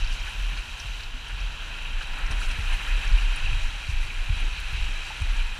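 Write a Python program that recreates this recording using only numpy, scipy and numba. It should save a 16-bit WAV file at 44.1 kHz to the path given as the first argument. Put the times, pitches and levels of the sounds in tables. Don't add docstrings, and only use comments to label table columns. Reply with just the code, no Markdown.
import sys
import numpy as np
from scipy import signal
from scipy.fft import rfft, irfft
from scipy.io import wavfile
from scipy.ndimage import uniform_filter1d
from numba import njit

SR = 44100
rng = np.random.default_rng(int(sys.argv[2]) if len(sys.argv) > 2 else 0)


def to_wav(s):
    ch = np.atleast_2d(s).T
    pcm = np.round(np.clip(ch, -1, 1) * 32767)
    wavfile.write(sys.argv[1], SR, pcm.astype(np.int16))


def boost(x):
    u = np.asarray(x, float) / 20
    return 10 ** u


N = 246519
T = np.arange(N) / SR
HZ = np.fft.rfftfreq(N, 1 / SR)

# time_s, water_round_tube_db, spray_thrown_up_db
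FLOW = [(0, 0.5, 2.5), (.3, 0.5, -0.5), (.65, -0.5, -1), (1.0, -1, 0.5), (1.12, -1.5, -7.5),
        (1.35, 0.5, -4.5), (1.9, 0.5, -4), (2.1, 0, -5), (2.3, 2, -5), (2.65, 1.5, 2), (2.85, 2.5, 1),
        (3.2, 2, 3.5), (3.55, 1.5, 4), (3.85, -0.5, 1), (4.2, 0, -0.5), (4.6, 0, 3), (5.2, 0.5, 3),
        (5.59, 0, -3)]
# middle_s, level_db, length_s, pitch_hz
JOLTS = [(0.024, -16, 0.029, 28.5), (0.114, -20.5, 0.039, 28), (0.252, -27.5, 0.068, 33.1),
         (0.457, -21.5, 0.1, 38.72), (0.596, -22.5, 0.019, 32.97), (0.704, -32, 0.027, 31.2),
         (0.786, -46, 0.052, 28.4), (0.893, -26.5, 0.057, 41.3), (0.945, -31, 0.038, 37.13),
         (1.07, -41, 0.036, 30.3), (1.15, -27.5, 0.037, 32.5), (1.244, -39, 0.05, 37.94),
         (1.312, -35, 0.053, 33.1), (1.437, -26, 0.11, 40.16), (1.642, -30.5, 0.099, 30.63),
         (1.822, -29.5, 0.084, 28.1), (1.96, -24.5, 0.048, 26.1), (2.028, -41, 0.045, 30.7),
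         (2.119, -27.5, 0.043, 25.1), (2.258, -21, 0.061, 26.5), (2.36, -19, 0.051, 35.58),
         (2.475, -20, 0.061, 24.1), (2.587, -24.5, 0.043, 25.6), (2.7, -18.5, 0.085, 29.12),
         (2.932, -18, 0.078, 30.6), (3.081, -14, 0.028, 33.75), (3.155, -12, 0.07, 35),
         (3.298, -16, 0.066, 29.7), (3.432, -18.5, 0.048, 23.05), (3.507, -17, 0.027, 27.62),
         (3.55, -18.5, 0.055, 34.6), (3.637, -17, 0.037, 23.05), (3.758, -29, 0.068, 31.2),
         (3.829, -31, 0.055, 26.5), (3.991, -18, 0.087, 25.3), (4.16, -25, 0.09, 28.8),
         (4.263, -29, 0.03, 29.1), (4.38, -21, 0.15, 29.05), (4.603, -30, 0.057, 40.15),
         (4.694, -30, 0.064, 24.74), (4.818, -22, 0.03, 24.8), (4.914, -23, 0.089, 27.74),
         (5.287, -18, 0.064, 31.8), (5.4, -17.5, 0.07, 27.48), (5.52, -25, 0.042, 26.63)]
# start_s, peak_db, start_pitch_hz, t60_s, pitch_fall_s
JOINTS = [(0.387, -32, 125, 0.18, 0.024), (0.844, -33, 138, 0.21, 0.054), (1.325, -33, 145, 0.3, 0.035),
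          (2.302, -26, 128, 0.16, 0.026), (2.587, -20, 150, 0.057, 0.014), (3.044, -31, 126, 0.18, 0.027),
          (3.118, -21.5, 129, 0.15, 0.03), (3.439, -27, 125.7, 0.25, 0.036),
          (3.521, -23.5, 124.5, 0.23, 0.027), (4.294, -18, 125, 0.48, 0.034),
          (4.367, -31, 124, 0.21, 0.032), (4.731, -23.5, 123.1, 0.16, 0.032),
          (5.207, -21.5, 143.4, 0.71, 0.0317), (0.004, -34, 109, 0.29, 0.035), (5.31, -35, 110, .2, 0.055),
          (0.202, -34, 110, 0.17, 0.025), (4.05, -27, 110, 0.18, 0.015), (4.52, -29.5, 100, 0.23, 0.025),
          (4.8, -29, 111, .15, 0.034), (1.41, -39, 70, .2, .08)]
SLANT = [
    (3.888, -22, 90.4, 0.32, 0.079),
]


def unit(x):
    return x / np.sqrt(np.mean(x ** 2))


def colour(x, db):
    return irfft(rfft(x) * boost(db), N)


def slope_db(points):
    hz, db = np.transpose(points)
    return np.interp(np.log(HZ + 1), np.log(hz), db)


def over_time(points):
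    return np.interp(T, *np.transpose(points))


def walk(rate):
    hold = int(SR / rate)
    steps = np.repeat(rng.standard_normal(N // hold + 1), hold)
    return 0.847 * uniform_filter1d(uniform_filter1d(steps, hold), hold)[:N]


def flutter(rate):
    quick = walk(rate)
    return quick - uniform_filter1d(quick, size=SR // 5)


def swells(rows):
    return sum(height * np.exp(-np.log(2) * (2 * (T - s) / length) ** 2) for s, height, length in rows)


@njit
def ring(start, hz, cycles, size, glide, n, sr):
    out = np.zeros(n)
    for k in range(len(start)):
        life = cycles[k] * sr / hz[k]
        w, phase, a = 2 * np.pi * hz[k] / sr, 0., size[k]
        fade, bend = np.exp(-1 / life), glide ** (1 / life)
        for i in range(start[k], min(n, start[k] + int(6 * life))):
            phase += w
            out[i] += a * np.sin(phase) * min(phase / 9, 1.)
            a *= fade
            w = min(w * bend, 2.8)
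    return out


def grains(count, low_hz, high_hz, cycles, scatter_db, glide):
    when, where, luck = rng.random((count, 3)).T
    hz = low_hz * (high_hz / low_hz) ** where
    louder_db = np.minimum(-scatter_db * np.log(1 - luck), 4 * scatter_db)
    start = (when * N).astype(np.int64)
    return unit(ring(start, hz, np.full(count, cycles), hz * boost(louder_db), glide, N, 1. * SR))


def case_db():
    # pitch_hz, slope_db
    wall_slope = [(120, -3), (200, -12), (420, -16), (700, -15), (1200, -11.5), (2100, -5.5), (3400, -13.5),
                  (5000, -21), (6800, -26), (8200, -32), (11300, -42.5), (15000, -47.5)]
    # pitch_hz, width_hz, lift_db
    resonances = [(910, 335, 5), (1420, 204, 5), (1674, 210, 3.5), (2480, 357, 9.5), (2555, 160, 0.5),
                  (2800, 283, 5), (3147, 290, 4), (3946, 410, 8), (4500, 440, 2), (5790, 580, 5),
                  (6270, 190, 5), (7330, 1200, 3), (9630, 740, 4.5), (10360, 650, 3), (12400, 1200, 0)]
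    lift = sum(db / (1 + (2 * (HZ - hz) / width) ** 4) for hz, width, db in resonances)
    bass_loss = 24 * np.log2(np.maximum(110 / (HZ + 1), 1))
    return slope_db(wall_slope) + lift - bass_loss


def foam():
    hiss, surge, near = np.zeros(N), flutter(12), flutter(10.0)
    gust = flutter(29.7)
    white = rfft(rng.standard_normal(N))
    for octave in np.arange(6.5, 14.1, .25):
        band = np.clip(1 - 4 * np.abs(np.log2(HZ + 1) - octave), 0, 1) ** .5
        patch = irfft(white * band, N)
        near = near + 0.69 * flutter(16)
        treble = np.clip(octave - 11.5, 0, 1)
        flicker_db = 0.21 * surge + 0.33 * near + 0.36 * flutter(25.12) + 0.74 * treble * gust
        hiss += patch * boost(flicker_db)
    return unit(hiss)


def churning():
    bubbles = grains(count=9000, low_hz=510.0, high_hz=5155.0, cycles=4.37, scatter_db=2.5, glide=1.06)
    droplets = grains(count=1600, low_hz=1176.0, high_hz=12270.0, cycles=19.0, scatter_db=2.5, glide=1.03)
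    crackle = grains(count=14000, low_hz=2540.0, high_hz=14050.0, cycles=1.65, scatter_db=1.5, glide=1.0)
    return foam() + boost(-12) * bubbles + boost(-11.5) * droplets + boost(-5.5) * crackle


def through_wet_case(x, wet):
    heard = rfft(x) * boost(case_db())
    lean_db = 6.0 * np.tanh((HZ - 2650) / 250) / (1 + ((HZ - 2650) / 800) ** 4)
    dry_case = irfft(heard * boost(lean_db), N)
    wet_case = irfft(heard * boost(-.5 * lean_db), N)
    return (1 - wet) * dry_case + wet * wet_case


def water():
    # time_s, wetness (0-1)
    film = [(0, 0.03), (.6, 0.1), (1.0, 0), (1.9, 0.06), (2.3, 0.29), (3.0, 0.2), (3.7, 0.3), (4.4, 0.33),
            (5.0, 0.24), (5.59, 0.35)]
    layer_edges = [1150, 2200, 4500, 8000, 11300]
    # level_db, share_of_water, share_of_spray, wet_case_db, fineness (0-1)
    layer_rows = [
        (-49.5, 1.47, 0.017, 0.1, 0.3),
        (-45.5, 1.43, 0.18, -1, 0.08),
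        (-41, 0.91, 0.34, 1.5, 0.36),
        (-53, 0.095, 0.58, -3.5, 0.68),
        (-62.5, 0.78, 0.41, 8, 0.68),
        (-67.5, 0.3, 0.43, -0.5, 0.95),
    ]
    # middle_s, swell_db, length_s, fineness (0 heavy slosh - 1 spray)
    surges = [(.005, 3, 0.03, 0.8), (0.137, 4.5, 0.045, .7), (.52, 2.5, .04, 0.2), (.575, 3, .035, 0.5),
              (.59, -1, .03, 1), (1.285, 4, 0.03, 0.08), (1.29, -1, .03, .95), (1.454, 0.5, .04, 0.4),
              (1.725, 2, 0.028, .35), (1.86, 2.5, .04, .3), (2.434, 2.5, .03, 0.4),
              (2.573, 2.5, 0.035, 0.2), (2.737, 3, 0.028, 0.7), (3.633, 3, .04, 0.76), (3.91, 4, .03, 0.7),
              (4.1, 0.5, .04, 0.5), (4.03, 3, .03, .75), (4.568, 2, .04, .4), (4.96, 2, 0.063, .1),
              (5.017, 1.5, 0.037, 0.5), (5.074, 4, .03, 0.54), (5.137, 1, 0.022, .4), (0.276, 2, .06, 0),
              (0.803, 1, 0.046, 0.7), (2.023, 7, 0.031, 0.52), (2.183, 5.5, 0.12, 0.18),
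              (2.317, 4.5, 0.027, 0.6), (2.413, 6, .04, 0.77), (2.45, 6, .03, 0.77),
              (2.508, 4, 0.038, 0.48), (2.725, 4.5, 0.035, 0.16), (2.81, 5.5, 0.025, 0.08),
              (2.317, 4, 0.022, 0.25), (2.884, 0.5, 0.082, 0), (3.043, 3, 0.04, 0.19),
              (3.346, -0.5, 0.047, 0.5), (4.063, 0, .06, .35), (4.385, 3, 0.087, 0.47),
              (4.775, 2.5, 0.11, 0.44), (5.082, -1.5, 0.11, 0.24), (5.397, 6.5, 0.034, 0.49)]
    # time_s, level_db
    haze = [(0, -3.5), (.3, 3), (.7, 1), (1.0, 1), (1.5, -1), (2.4, 1), (2.8, 2.5), (3.4, -3), (4.0, -.5),
            (4.8, -2.5), (5.3, -1.5), (5.59, -1)]
    haze_shares = [
        0.01,
        0.01,
        0.01,
        0.22,
        0.4,
        1.01,
    ]

    wet = np.clip(over_time(film), 0, 1)
    heard = rfft(through_wet_case(churning(), wet))
    s, *ride = np.transpose(FLOW)
    flow_db, spray_db = (np.interp(T, s, db) for db in ride)
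    haze_db = over_time(haze)

    def surge_db(fine):
        return swells((s, db * np.exp(-((fine - f) / 0.18) ** 2), length) for s, db, length, f in surges)

    below = [0 * HZ] + [1 / (1 + (HZ / edge) ** 12) for edge in layer_edges] + [1 + 0 * HZ]
    out = np.zeros(N)
    for low, high, row, haze_share in zip(below, below[1:], layer_rows, haze_shares):
        db, water_share, spray_share, wet_db, fine = row
        layer = unit(irfft(heard * (high - low), N))
        gain_db = db + water_share * flow_db + spray_share * spray_db + wet_db * wet
        gain_db = gain_db + surge_db(fine) + haze_share * haze_db
        out += layer * boost(gain_db)
    return out


def bounce():
    sway = np.cumsum(np.exp(0.124 * flutter(34)) - 1) / SR
    out = np.zeros(N)
    for s, db, length, hz in JOLTS:
        shape = np.sqrt(2 * swells([(s, boost(db) ** 2, length)]))
        out += shape * np.sin(2 * np.pi * (hz * (T + sway) + rng.random()))
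    return boost(-2.0 + 3.0 * flutter(45)) * out


def shaking():
    jolted = swells((s, boost(db - 15.5) ** 2, 1.13 * length) for s, db, length, hz in JOLTS)
    return np.sqrt(boost(-38.5) ** 2 + jolted)


def tube():
    # pitch_hz, slope_db
    rumble_slope = [(26, -66), (45, -1), (88, -14), (146, -32), (300, -45), (390, -85), (660, -120)]
    shake = shaking()
    wallow = unit(colour(rng.standard_normal(N), -9 * np.log2((HZ + 1) / 27) ** 2))
    rumble = unit(colour(rng.standard_normal(N), slope_db(rumble_slope))) * boost(1.5 * walk(20))
    shudder = np.zeros(N)
    for s, db, *_ in JOINTS + SLANT:
        shudder += boost(db - 4.5) * (T > s) * np.exp(-np.abs(T - s) / 0.042)
    shudder = uniform_filter1d(shudder, size=SR // 60)
    flow_db = np.interp(T, *np.transpose(FLOW)[:2])
    wall = boost(-45 + flow_db) + shudder
    return bounce() + shake * (wallow + boost(-21.5) * rumble) + rumble * wall


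def joints():
    out, rough = np.zeros(N), walk(60)
    for s, db, hz, t60, fall in JOINTS + SLANT:
        i = int((s - .004) * SR)
        t = T[:min(20000, N - i)]
        pitch = (30 + (hz - 30) * np.exp(-t / fall)) * (1 + 0.041 * rough[i:i + len(t)])
        shape = (1 - np.exp(-t / 0.009)) * 1000. ** (-t / t60)
        out[i:i + len(t)] -= boost(db - 0.5) * shape * np.sin(2 * np.pi * np.cumsum(pitch) / SR)
    return colour(out, -10 * np.log10(1 + (36 / (HZ + 1)) ** 6))


def bursts(events, spread, length, trim_db):
    out, through = np.zeros(N), colour(rng.standard_normal(N), case_db())
    for s, db, hz in events:
        i = int(s * SR)
        t = T[:min(4096, N - i)]
        edges = [hz / spread, min(hz * spread, 16000)]
        band = signal.butter(2, edges, "bandpass", fs=SR, output="sos")
        puff = signal.sosfilt(band, through[i:i + len(t)])
        shape = (1 - np.exp(-t / (.15 * length))) * np.exp(-t / length)
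        out[i:i + len(t)] += boost(db + trim_db) * unit(puff) * shape
    return out


def drops_on_case():
    # start_s, peak_db, centre_hz
    drops = [(0.044, -30, 4870), (0.0727, -31, 5060), (0.1241, -32, 4900), (0.2, -30, 5250),
             (0.4444, -40, 5070), (0.573, -26, 4540), (0.7985, -27.5, 5500), (1.0057, -33, 4590),
             (1.0331, -30, 4560), (1.2825, -40, 6100), (1.402, -33, 5100), (2.0263, -37, 5600),
             (2.1355, -41, 4600), (2.2623, -34, 5685), (2.3126, -29, 5520), (2.4299, -33, 5960),
             (2.5112, -41, 5950), (2.5112, -33, 5550), (2.8828, -38, 5840), (2.9906, -37, 4500),
             (3.0739, -29, 5700), (3.1227, -28, 4500), (3.6177, -39, 5860), (4.3974, -46, 4577),
             (4.7311, -42, 5520), (4.961, -45, 6240), (5.0479, -31, 4560), (5.2165, -43, 5590),
             (5.2618, -45, 4810), (5.3633, -35, 6330)]
    ticks = [(0.1256, -47, 10300), (0.2907, -41, 9960), (0.5901, -42, 9460), (0.7911, -43, 9400),
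             (1.2825, -42, 9540), (2.0273, -42, 9920), (2.0682, -44, 9530), (2.1834, -43, 9540),
             (2.2598, -44, 8570), (2.3082, -37, 9300), (2.3186, -37, 9870), (2.4019, -38, 7900),
             (2.4024, -38, 9500), (2.4842, -38, 9540), (2.5137, -37, 9370), (2.5536, -49, 8180),
             (2.7282, -38, 9590), (3.0753, -43, 9400), (3.3602, -35, 9500), (4.3992, -41, 9400),
             (4.6002, -40, 9470), (5.1692, -44, 8750), (5.217, -39, 8970), (5.3653, -42, 9280)]
    pinpricks = [(0.9117, -55, 13600), (2.1833, -56, 13600), (2.2694, -57, 13600), (2.313, -54, 13600),
                 (2.4094, -54, 13600), (2.5494, -55, 13600), (2.826, -50, 13600), (3.3587, -49, 13530),
                 (4.0141, -52, 13440), (4.4227, -60, 13670), (4.5988, -45, 13800), (4.729, -46, 13700)]
    out = bursts(drops, spread=1.13, length=0.0056, trim_db=-8.0)
    out += bursts(ticks, spread=1.09, length=0.008, trim_db=-8)
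    return out + bursts(pinpricks, spread=1.19, length=0.0046, trim_db=-1.0)


def thuds_and_waves():
    # start_s, peak_db, centre_hz
    thuds = [(0.511, -39, 163), (0.843, -51, 170), (1.14, -55, 233), (1.479, -45, 163), (1.852, -44, 161),
             (2.294, -38, 242), (2.511, -46, 171.4), (2.582, -43, 271), (2.665, -66, 188.3),
             (3.037, -52, 166.4), (3.115, -49, 196.6), (4.411, -39.5, 237), (4.721, -53, 164.8),
             (5.324, -42, 160.9), (0.1, -46, 150), (1.33, -45, 170), (1.75, -51, 170), (2.95, -44, 170),
             (4.06, -47, 280), (4.88, -42, 200), (5.21, -45, 200)]
    slaps = [(0.267, -34, 1670), (0.565, -37, 1490), (0.999, -39, 1750), (2.009, -29, 1412),
             (2.179, -31.5, 1380), (2.28, -29, 1580), (2.313, -33, 1540), (2.409, -33, 1420),
             (2.436, -44, 1400), (2.499, -34, 1595), (2.696, -35, 1634), (2.738, -30, 1910),
             (2.795, -31, 1675), (2.87, -29, 1604), (2.905, -30.5, 1910), (3.039, -32, 1560),
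             (3.093, -33.5, 1480), (3.192, -40, 1420), (4.028, -43, 2040), (4.17, -38, 1956),
             (4.36, -50, 1690), (5.105, -45, 870)]
    splashes = [(0.825, -23, 2630), (0.8664, -32, 2790), (1.2276, -27, 3020), (1.6008, -20, 3170),
                (2.2957, -29, 2480), (2.5012, -25, 2410), (2.5436, -19, 2320), (2.7072, -21, 2520),
                (2.797, -30, 2540), (2.8465, -40, 2560), (2.8833, -20, 2540), (3.1849, -31, 2720),
                (3.331, -37, 2570), (3.3662, -21.5, 2740), (3.456, -14.5, 2730), (3.5264, -19, 2500),
                (3.8372, -18, 2450), (3.8995, -24, 2480), (4.1, -17, 2330), (4.3799, -19, 2470),
                (4.4244, -20, 2520), (4.5563, -20.5, 2450), (5.3728, -29, 2640), (5.395, -17, 2870),
                (5.4, -28, 2500), (5.008, -19, 2550), (5.135, -29, 2650), (1.725, -28, 2650),
                (3.164, -31, 2600)]
    out = bursts(thuds, spread=1.73, length=0.057, trim_db=-4)
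    out += bursts(slaps, spread=1.177, length=0.014, trim_db=-2.5)
    return out + bursts(splashes, spread=1.08, length=0.011, trim_db=-13.5)


def lone_bubbles():
    # start_s, peak_db, t60_s
    bubble_rows = [
        (1.139, -29.5, 0.12),
        (2.169, -31, 0.06),
        (4.029, -25, 0.045),
        (5.104, -19, 0.048),
    ]
    knock = [
        (3.1843, -13, .024),
    ]
    ping = [
        (3.3606, -24.5, 0.015),
    ]
    pitches = [
        242,
        815,
        1996,
        845,
        2720,
        9500,
    ]
    s, db, t60 = np.transpose(bubble_rows + knock + ping)
    hz = np.array(pitches, float)
    cycles = t60 * hz / np.log(1000)
    return ring((s * SR).astype(np.int64), hz, cycles, boost(db - 10.5), 1.032, N, 1. * SR)


def scene():
    mix = water() + tube() + joints()
    mix += drops_on_case() + thuds_and_waves() + lone_bubbles()
    return mix[None]


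def band_limit(x):
    return signal.sosfilt(signal.butter(12, 15190, fs=SR, output="sos"), x)


def record(dry):
    kept = signal.sosfilt(signal.butter(2, 12, "highpass", fs=SR, output="sos"), dry)
    kept = signal.sosfilt(signal.ellip(10, .3, 70, 15260, fs=SR, output="sos"), kept)
    return band_limit(kept)


dry = scene()
out = record(dry)
to_wav(out)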